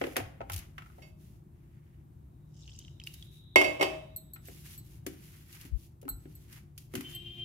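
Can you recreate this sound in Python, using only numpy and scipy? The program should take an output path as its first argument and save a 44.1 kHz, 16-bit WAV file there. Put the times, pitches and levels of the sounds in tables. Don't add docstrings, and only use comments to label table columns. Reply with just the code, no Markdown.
import sys
import numpy as np
from scipy import signal
from scipy.fft import rfft, irfft
from scipy.io import wavfile

SR = 44100
rng = np.random.default_rng(int(sys.argv[2]) if len(sys.argv) > 2 else 0)


def generate_wav(signal):
    frames = np.transpose(np.atleast_2d(signal))
    scaled = np.clip(frames, -1, 1) * 32767
    pcm = np.round(scaled).astype(np.int16)
    wavfile.write(sys.argv[1], SR, pcm)


N = 328104
TIME = np.arange(N) / SR
AGE = TIME[:SR * 3 // 4]

# (frequency [Hz], level [dB])
RUB_COLOUR = [(900, -27.5), (2000, -7), (2800, 0), (3800, -3), (7000, -2), (8300, -6.5), (10000, 0.5),
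              (14400, -0.5), (16000, -9)]
# (frequency [Hz], level [dB])
RAP_COLOUR = [(400, -18), (900, -5.5), (1400, -0.5), (2100, 4), (3000, -2.5), (4200, -15), (8000, -23),
              (16000, -45)]
# (frequency [Hz], side minus mid [dB])
BLOW_SIDE = [(100, -14), (250, -10.5), (400, -2.5), (650, 2), (1300, 5), (2400, 0.5), (8000, -1)]


def undb(db):
    return np.exp(np.asarray(db) * (np.log(10) / 20))


def unit(x):
    return x / np.sqrt(np.mean(x ** 2))


def unit_hit(x):
    return x / np.sqrt(np.mean(x[..., :1323] ** 2))


def pan(db):
    return undb(np.array([[.5], [-.5]]) * db)


def fade(t60, count=len(AGE)):
    return np.exp(-np.log(1000) * AGE[:count] / t60)


def colour(x, points):
    hz, db = np.transpose(points)
    grid = np.maximum(np.fft.rfftfreq(4096, 1 / SR), 1)
    cepstrum = irfft(np.log(undb(np.interp(np.log(grid), np.log(hz), db))))
    half = len(cepstrum) // 2
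    folded = np.r_[cepstrum[0], 2 * cepstrum[1:half], np.zeros(half)]
    response = irfft(np.exp(rfft(folded)))[None, :half]
    filtered = signal.oaconvolve(np.atleast_2d(x).astype("f"), response.astype("f"), axes=1)
    return filtered[:, :x.shape[-1]]


def widen(pair, side):
    return colour(pair[1], side) * np.array([[1], [-1]]) + pair[0]


def walk(rate, t=TIME):
    return np.interp((t - t[0]) * rate, np.arange(2048), rng.standard_normal(2048))


def grains(per_s, scatter_db, count=N):
    chance = rng.random(count)
    clicks = np.zeros((2, count))
    at = np.flatnonzero(chance < per_s / SR)
    size = np.minimum(-np.log(chance[at] * SR / per_s), 5)
    clicks[:, at] = undb(scatter_db * size) * rng.standard_normal((2, count), dtype="f")[:, at]
    return clicks


def burst(t60, tail_db, tail_t60, count=8000):
    envelope = fade(t60, count) + undb(tail_db) * fade(tail_t60, count)
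    return rng.standard_normal((2, count)) * envelope


def ring(modes, contact, detune=0, count=8000):
    hz, db, t60 = np.array(modes, "f").T[:, :, None]
    age = AGE[:count].astype("f")
    shift, start = rng.standard_normal((2, len(modes), 1), dtype="f")
    decay = np.exp(-age * float(np.log(1000)) / t60)
    waves = decay * np.sin(2 * np.pi * (hz * (1 + float(detune) * shift) * age + start))
    return (waves * undb(db).astype("f")).sum(axis=0) * (1 - np.exp(-age / contact))


def struck(modes, centre_hz, slope_db):
    return [(hz, db - slope_db * abs(np.log2(hz / centre_hz)), t60) for hz, db, t60 in modes]


def gesture(s, length, attack_s, release_s):
    rise = np.minimum((TIME - s) / attack_s, 0)
    fall = np.minimum((s + length - TIME) / release_s, 0)
    return np.exp(np.maximum(rise + fall, -20))


def add(out, s, sound):
    i = max(int(s * SR), 0)
    out[:, i:i + sound.shape[-1]] += sound[..., :N - i]


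def room_hum(rumble_db=-53.5, pan_db=1.5):
    # (frequency [Hz], level [dB])
    rumble_colour = [(20, -15.5), (32, -18.5), (60, 4), (154, -1.5), (262, -14), (345, -12.5), (459, -29.5),
                     (825, -32.5), (1500, -40), (2500, -45), (5500, -51.5), (10000, -48), (15000, -45.5),
                     (16000, -55.5)]
    # (frequency [Hz], side minus mid [dB])
    rumble_side = [(60, -18), (110, -14.5), (200, -12.5), (380, -4.5), (700, 5.5), (1290, 2), (2380, -2.5),
                   (4400, -3), (8120, 2), (15000, -2.5)]
    # (mean frequency [Hz], median peak level [dB])
    hum_lines = [(60, -64), (116, -59.5), (148, -57), (345, -74.5)]
    noise = colour(rng.standard_normal((2, N)), rumble_colour)
    rumble = unit(widen(noise, rumble_side)) * undb(rumble_db + walk(3.7))
    tones = np.zeros(N)
    for hz, db in hum_lines:
        turns = np.cumsum(hz + 3.124 * walk(9)) / SR
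        tones += undb(db + 2.8 * walk(7)) * np.sin(2 * np.pi * turns)
    return (rumble + tones) * pan(pan_db)


def rubbing(hiss_gain_db=4, attack_s=0.02, release_s=0.029, pan_db=-0.5):
    # (time [s], length [s], hiss level before hiss_gain_db [dB], plate rasp level [dB])
    strokes = [(.01, 0.12, -62, -60), (0.515, 0.11, -69.5, -60), (0.78, 0.3, -76, -76),
               (1.2, 0.16, -76, -83), (1.55, .45, -88, -80.5), (3.067, 0.19, -67.5, -75.5),
               (3.318, .07, -69, -84), (4.46, 0.27, -62.5, -71), (4.666, 0.087, -57.5, -65),
               (4.851, 0.13, -69, -77.5), (5.11, .4, -67.5, -69), (5.238, 0.088, -64.5, -70),
               (5.523, 0.14, -62.5, -62.5), (5.799, 0.043, -64, -94), (6.201, .3, -73, -79.5),
               (6.528, 0.039, -61, -60), (6.793, .06, -70.5, -94), (6.944, 0.2, -61.5, -62.5),
               (7.17, 0.23, -75.5, -78.5)]
    jerks = walk(38)
    hiss = unit(colour(grains(per_s=8700, scatter_db=-1.6), RUB_COLOUR))
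    hiss = hiss * undb(2 * jerks + hiss_gain_db)
    rasp = unit(colour(grains(per_s=2900, scatter_db=0.5), RAP_COLOUR))
    rasp = rasp * undb(1.5 * jerks + 2 * walk(70))
    sliding, pressing = np.zeros(N), np.zeros(N)
    for s, length, slide_db, press_db in strokes:
        stroke = gesture(s, length, attack_s, release_s)
        sliding = np.hypot(sliding, stroke * undb(slide_db))
        pressing = np.hypot(pressing, stroke * undb(press_db))
    return (hiss * sliding + rasp * pressing) * pan(pan_db)


def crunch(t60):
    return unit_hit(colour(burst(t60, tail_db=-14, tail_t60=.12), RUB_COLOUR))


def chatter(count=4, start_s=.78, gap_s=.0395, fall_db=13.5):
    # (thud level [dB], thud centre [Hz], rap level [dB], crunch level [dB])
    first_knock = (-50.5, 1250, -40.5, -60.5)
    thud_db, thud_hz, rap_db, crunch_db = first_knock
    repeats = []
    for k in range(count):
        fall = fall_db * np.log2(1 + k)
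        repeats.append((start_s + k * gap_s, thud_db - fall / 2, thud_hz, rap_db - fall, crunch_db - fall))
    return repeats


def kneading(thud_gain_db=-2, rap_gain_db=-5, crunch_gain_db=-1, lump_gain_db=-5, give_s=0.0022):
    # (time [s], thud level [dB], thud centre [Hz], rap level [dB], crunch level [dB])
    knocks = [(.013, -30, 520, -34, -75), (.038, -34.5, 430, -35, -65), (.067, -39, 480, -43.5, -56),
              (.158, -44.5, 700, -37, -58), (.165, -33, 600, -26.5, -31.5), (.178, -37.5, 450, -39.5, -59),
              (.2, -40, 700, -45, -67), (.405, -38.5, 650, -50, -87), (.413, -43.5, 800, -51, -98),
              (.497, -42, 1000, -40.5, -47.5), (0.981, -54.5, 630, -75, -75),
              (4.36, -59, 1200, -53.5, -69.5), (4.484, -49.5, 420, -53, -75), (5.064, -37.5, 356, -43, -39),
              (5.65, -52.5, 280, -65, -63), (6.027, -52.5, 500, -68, -66), (6.052, -42, 280, -65, -74.5),
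              (6.079, -47, 1100, -54, -59), (6.254, -48.5, 330, -62, -80), (6.937, -39, 380, -47.5, -51),
              (6.952, -38.5, 330, -39.5, -37.5), (6.974, -47, 260, -47.5, -64), (7.007, -46, 280, -45, -46)]
    # (time [s], level before lump_gain_db [dB])
    lumps = [(.519, -41), (.533, -39), (.54, -41), (.562, -40), (.578, -44.5), (.59, -45.5), (3.066, -52.5),
             (3.074, -53), (3.139, -49), (4.454, -59), (5.527, -52), (5.612, -50), (6.015, -59.5),
             (6.527, -52), (6.778, -45.5)]
    # (nominal frequency [Hz], relative level [dB], t60 [s])
    plate_modes = [(222, -9, .13), (263.5, 3.5, 0.19), (296, -3, 0.26), (376.2, -1, 0.11),
                   (461.5, -0.5, 0.056), (539, -1.5, 0.058), (688, -2.5, 0.057), (775, -9, 0.16),
                   (868, -5, 0.074), (1025, -5, 0.037), (1301, -0.5, 0.056), (1425, -5.5, 0.095)]
    out = np.zeros((2, N))
    for s, thud_db, thud_hz, rap_db, crunch_db in knocks + chatter():
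        modes = struck(plate_modes, thud_hz, slope_db=16)
        pair = [ring(modes, contact=0.0016, detune=.03) for _ in range(2)]
        thud = unit_hit(widen(pair, BLOW_SIDE))
        rap = unit_hit(colour(burst(t60=0.025, tail_db=-13, tail_t60=0.15), RAP_COLOUR))
        knock = thud * undb(thud_db + thud_gain_db) + rap * undb(rap_db + rap_gain_db)
        knock += crunch(t60=0.017) * undb(crunch_db + crunch_gain_db)
        cushion = np.minimum(AGE[:knock.shape[1]] / give_s, 1)
        add(out, s, knock * cushion * pan(1))
    for s, db in lumps:
        add(out, s, crunch(t60=0.04) * undb(db + lump_gain_db) * pan(1.4))
    return out


def thumps(gain_db=2.5):
    # (time [s], length [s], mean frequency [Hz], level before gain_db [dB], left minus right [dB])
    soft_thumps = [(.17, 0.12, 130.3, -42.5, 3), (0.498, 0.11, 80.2, -38, 3),
                   (5.715, 0.066, 63.6, -37, 26.5), (6.096, 0.095, 82, -41.5, 3),
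                   (6.961, 0.054, 223, -39, 6)]
    out = np.zeros((2, N))
    for s, length, hz, db, pan_db in soft_thumps:
        n = int(length * SR)
        turns = np.cumsum(hz * (1 + 0.3 * walk(61.3)[:n])) / SR
        swing = np.sin(2 * np.pi * turns) * np.hanning(n) ** .5
        add(out, s, swing * undb(db + gain_db) * pan(pan_db))
    return out


def tumbler(lag_s=0.00034, ring_pan_db=-6, counter_pan_db=5, clack_pan_db=-1, choke_db=-2):
    # (time [s], ring level [dB], ring centre [Hz], counter level [dB], clack level [dB], contact time [s])
    landings = [(1.02, -59.5, 4540, -63.5, -58.5, 0.0078), (3.558, -18, 2088, -24, -18.5, .0013),
                (3.614, -36.5, 2600, -40, -28, 0.0013), (3.641, -29.5, 2300, -38, -34.5, 0.0037),
                (3.795, -43, 2600, -34, -45.5, 0.0036), (3.81, -30, 2960, -32, -28, 0.0032),
                (3.826, -40, 3370, -40, -26.5, 0.0022)]
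    # (frequency [Hz], relative level [dB], t60 [s])
    wall_modes = [(1586, -17, .3), (2160, 4, 0.22), (2190, -7.5, 0.17), (2621, -6, 0.37), (2821, -10, 0.15),
                  (2990, -18, 0.26), (3050, -20, 0.37), (3520, -24, 0.51), (3820, -14, .2),
                  (4720, -20.5, 0.19), (4690, -10, .22), (5390, -24, .3), (5600, -6.5, 0.11),
                  (6810, -14, .25), (9600, -20, 0.17)]
    # (nominal frequency [Hz], relative level [dB], t60 [s])
    counter_modes = [(77, -15.5, 0.76), (150, -17.5, 0.439), (262, -8.5, .35), (306.5, 0, 0.41),
                     (346, -2.5, 0.37), (382.8, 0.5, 0.29), (525.7, -10.5, 0.27), (562, -1.5, 0.47),
                     (622, 1, 0.7), (635, -4.5, 0.41), (709, -10.5, .45), (799, -6.5, 0.45),
                     (870, -17, .32), (950, -10, 0.12), (1064, -5.5, 0.15), (1208, -9, 0.205)]
    # (frequency [Hz], level [dB])
    clack_colour = [(100, -20), (200, -6), (300, -2.5), (600, 2), (1000, -3.5), (1450, -15), (2100, -6),
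                    (3100, -3.5), (4200, -21.5), (4700, -16.5), (5700, -18.5), (6400, -22), (8500, -21.5),
                    (15000, -27.5)]
    steel, blows, count = np.zeros((2, N)), np.zeros((2, N)), len(AGE)
    for s, ring_db, ring_hz, counter_db, clack_db, contact in landings:
        steel *= undb(choke_db * np.clip((TIME - s) / .004, 0, 1))
        wall = unit_hit(ring(struck(wall_modes, ring_hz, slope_db=6.5), contact / 2, count=count))
        wall = np.array([np.interp(AGE - lag_s, AGE, wall), wall])
        add(steel, s, wall * undb(ring_db) * pan(ring_pan_db))
        pair = [ring(counter_modes, contact, detune=0.0204, count=count) for _ in range(2)]
        boom = unit_hit(widen(pair, BLOW_SIDE))
        crack = burst(t60=22 * contact, tail_db=-17, tail_t60=0.49, count=count)
        clack = unit_hit(widen(colour(crack, clack_colour), BLOW_SIDE))
        onset = 1 - np.exp(-AGE / (0.23 * contact))
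        blow = boom * undb(counter_db) * pan(counter_pan_db) + clack * undb(clack_db) * pan(clack_pan_db)
        add(blows, s, blow * onset)
    return steel + blows


def bubble(hz, cycles=40, glide=6, count=3000):
    age = AGE[:count]
    turns = hz * age * (1 + glide * age / 2) + rng.random((2, 1)) / 2
    return np.sin(2 * np.pi * turns) * fade(cycles / hz, count) * np.minimum(age * hz / 2, 1)


def water(pour_db=-66, splash_db=-9, fizz_db=-61, count=70):
    # (frequency [Hz], level [dB])
    pour_colour = [(1500, -24), (2300, -10), (3000, 9), (4200, -4), (5100, 10.5), (7000, 7.5), (8500, -2.5),
                   (15000, -23.5)]
    # (time [s], bubble level [dB], starting bubble frequency [Hz])
    drops = [(2.6778, -40, 3000), (2.6947, -44.5, 3000), (2.7896, -33.5, 6300), (2.802, -45.5, 2980),
             (2.849, -43, 3100), (2.8809, -41.5, 2940), (2.9995, -34, 3080), (3.0157, -42.5, 2560),
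             (3.0377, -34.5, 5100), (3.0719, -26, 2797), (3.141, -45, 3000), (3.2251, -35.5, 3310)]
    stream = unit(colour(grains(per_s=1100, scatter_db=-1), pour_colour))
    out = stream * gesture(s=2.57, length=.28, attack_s=0.03, release_s=.07) * undb(pour_db)
    for s, drop_db, hz in drops:
        hollow = [(hz / 3, -30), (hz / 2, -6), (hz, 2), (hz * 2.4, -7), (hz * 4, -24)]
        splash = colour(burst(t60=0.025, tail_db=-24, tail_t60=0.052, count=3000), hollow)
        add(out, s, undb(drop_db) * (bubble(hz) + undb(splash_db) * splash))
    for when, pitch, size in rng.random((count, 3)):
        add(out, 2.62 + 0.23 * when, bubble(2600 * 3 ** pitch) * undb(fizz_db + 14.4 * size))
    return out


def narrow_hiss(level_db=-65.5):
    band_colour = [(2800, -32.5), (3500, -7.5), (3850, 4), (4100, -17.5), (4500, -47)]  # (Hz, dB)
    band = unit(colour(rng.standard_normal((2, N)), band_colour))
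    return band * gesture(s=3.27, length=.3, attack_s=0.29, release_s=.55) * undb(level_db)


def bangles(gain_db=-3.5, rattle_db=-6, rattle_s=.007):
    # (time [s], level before gain_db [dB], left minus right [dB])
    clinks = [(4.162, -37.5, -1.5), (4.335, -45, 2.5), (4.474, -53, 2), (4.778, -47, -1),
              (6.089, -33.5, -3), (6.352, -53.5, -1), (7.149, -44.5, 0)]
    # (nominal frequency [Hz], relative level [dB], t60 [s])
    bangle_modes = [(4010, -16, 0.2), (4257, -9, 0.12), (7820, -9, 0.3), (7990, 4.5, 0.068),
                    (12520, 10, 0.06), (13130, 11.5, 0.06), (12400, 2.5, 0.022), (14850, -5, 0.11)]
    out = np.zeros((2, N))
    for s, db, pan_db in clinks:
        for delay, touch_db in [(0, 0), (rattle_s, rattle_db)]:
            pair = [ring(bangle_modes, contact=0.00023, detune=0.0039) for _ in range(2)]
            chime = unit_hit(np.array(pair))
            add(out, s + delay, chime * undb(db + touch_db + gain_db) * pan(pan_db))
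    return out


def squeal(start_s=7.05, attack_s=.015, tone_db=-51, jitter=0.0053, flutter_db=3.5, rough_db=-6):
    # (multiple of the slip rate [1], relative level [dB])
    partials = [(1, -3), (2, -20.5), (3, -28), (6, -19.5), (7, -11.5), (8, -5), (9, 7), (10, -10.5),
                (11, -20)]
    # (time [s], length [s], added level [dB])
    pushes = [(7.056, .03, 3), (7.158, 0.063, 6), (7.269, 0.035, 5.5), (7.408, .09, 6)]
    slip_start_hz, slip_end_hz, slip_rise_s = 341.4, 351, .1
    first = int((start_s - .1) * SR)
    t, out = TIME[first:], np.zeros((2, N))
    climb = np.exp(-np.maximum(t - start_s, 0) / slip_rise_s)
    hz = slip_end_hz + (slip_start_hz - slip_end_hz) * climb
    turns = np.cumsum(hz * (1 + jitter * walk(100, t))) / SR
    tone = np.zeros((2, len(t)))
    for k, part_db in partials:
        wave = np.sin(2 * np.pi * (round(k) * turns + rng.random((2, 1)) / 3))
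        tone += undb(part_db + flutter_db * walk(35, t)) * wave
    grind_colour = [(1200, -37), (2400, -17), (2770, -8.5), (2930, -7), (3110, 5.5), (3300, -9.5),
                    (4500, -26), (9000, -38)]
    grind = colour(grains(per_s=3700, scatter_db=2, count=len(t)), grind_colour)
    grip_db = 1.5 * walk(70, t)
    push_db = sum(db * np.exp(-(2 * (t - s) / length) ** 2) for s, length, db in pushes)
    onset = np.exp(np.minimum(t - start_s, 0) / attack_s)
    rough_tone = unit(tone) + undb(rough_db) * unit(grind)
    add(out, t[0], rough_tone * onset * undb(tone_db + push_db + grip_db) * pan(3.2))
    return out


def kitchen(x, wet_db=-13, low_t60=0.53, high_t60=.35):
    low_colour = [(100, -15), (400, -4), (2500, -8), (6000, -18.5)]  # (Hz, dB)
    high_colour = [(1500, -16.5), (5000, -3), (15000, -13)]  # (Hz, dB)
    low = colour(rng.standard_normal((2, len(AGE))), low_colour) * fade(low_t60)
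    high = colour(rng.standard_normal((2, len(AGE))), high_colour) * fade(high_t60)
    tail = unit((low + high) * (1 - np.exp(-AGE / 0.001))) / np.sqrt(len(AGE))
    echo = signal.fftconvolve(x.astype("f"), tail.astype("f"), axes=1)[:, :N]
    return x + undb(wet_db) * echo


def scene():
    hand = rubbing() + kneading() + bangles()
    ware = water() + narrow_hiss() + squeal() + tumbler()
    return kitchen(hand + ware) + thumps() + room_hum()


def record(dry, ceiling=.9, top_hz=15700):
    rounded = ceiling * np.tanh(dry / ceiling)
    low_pass = signal.ellip(8, .2, 70, top_hz, fs=SR, output="sos")
    return signal.sosfilt(low_pass, rounded)


dry = scene()
out = record(dry)
generate_wav(out)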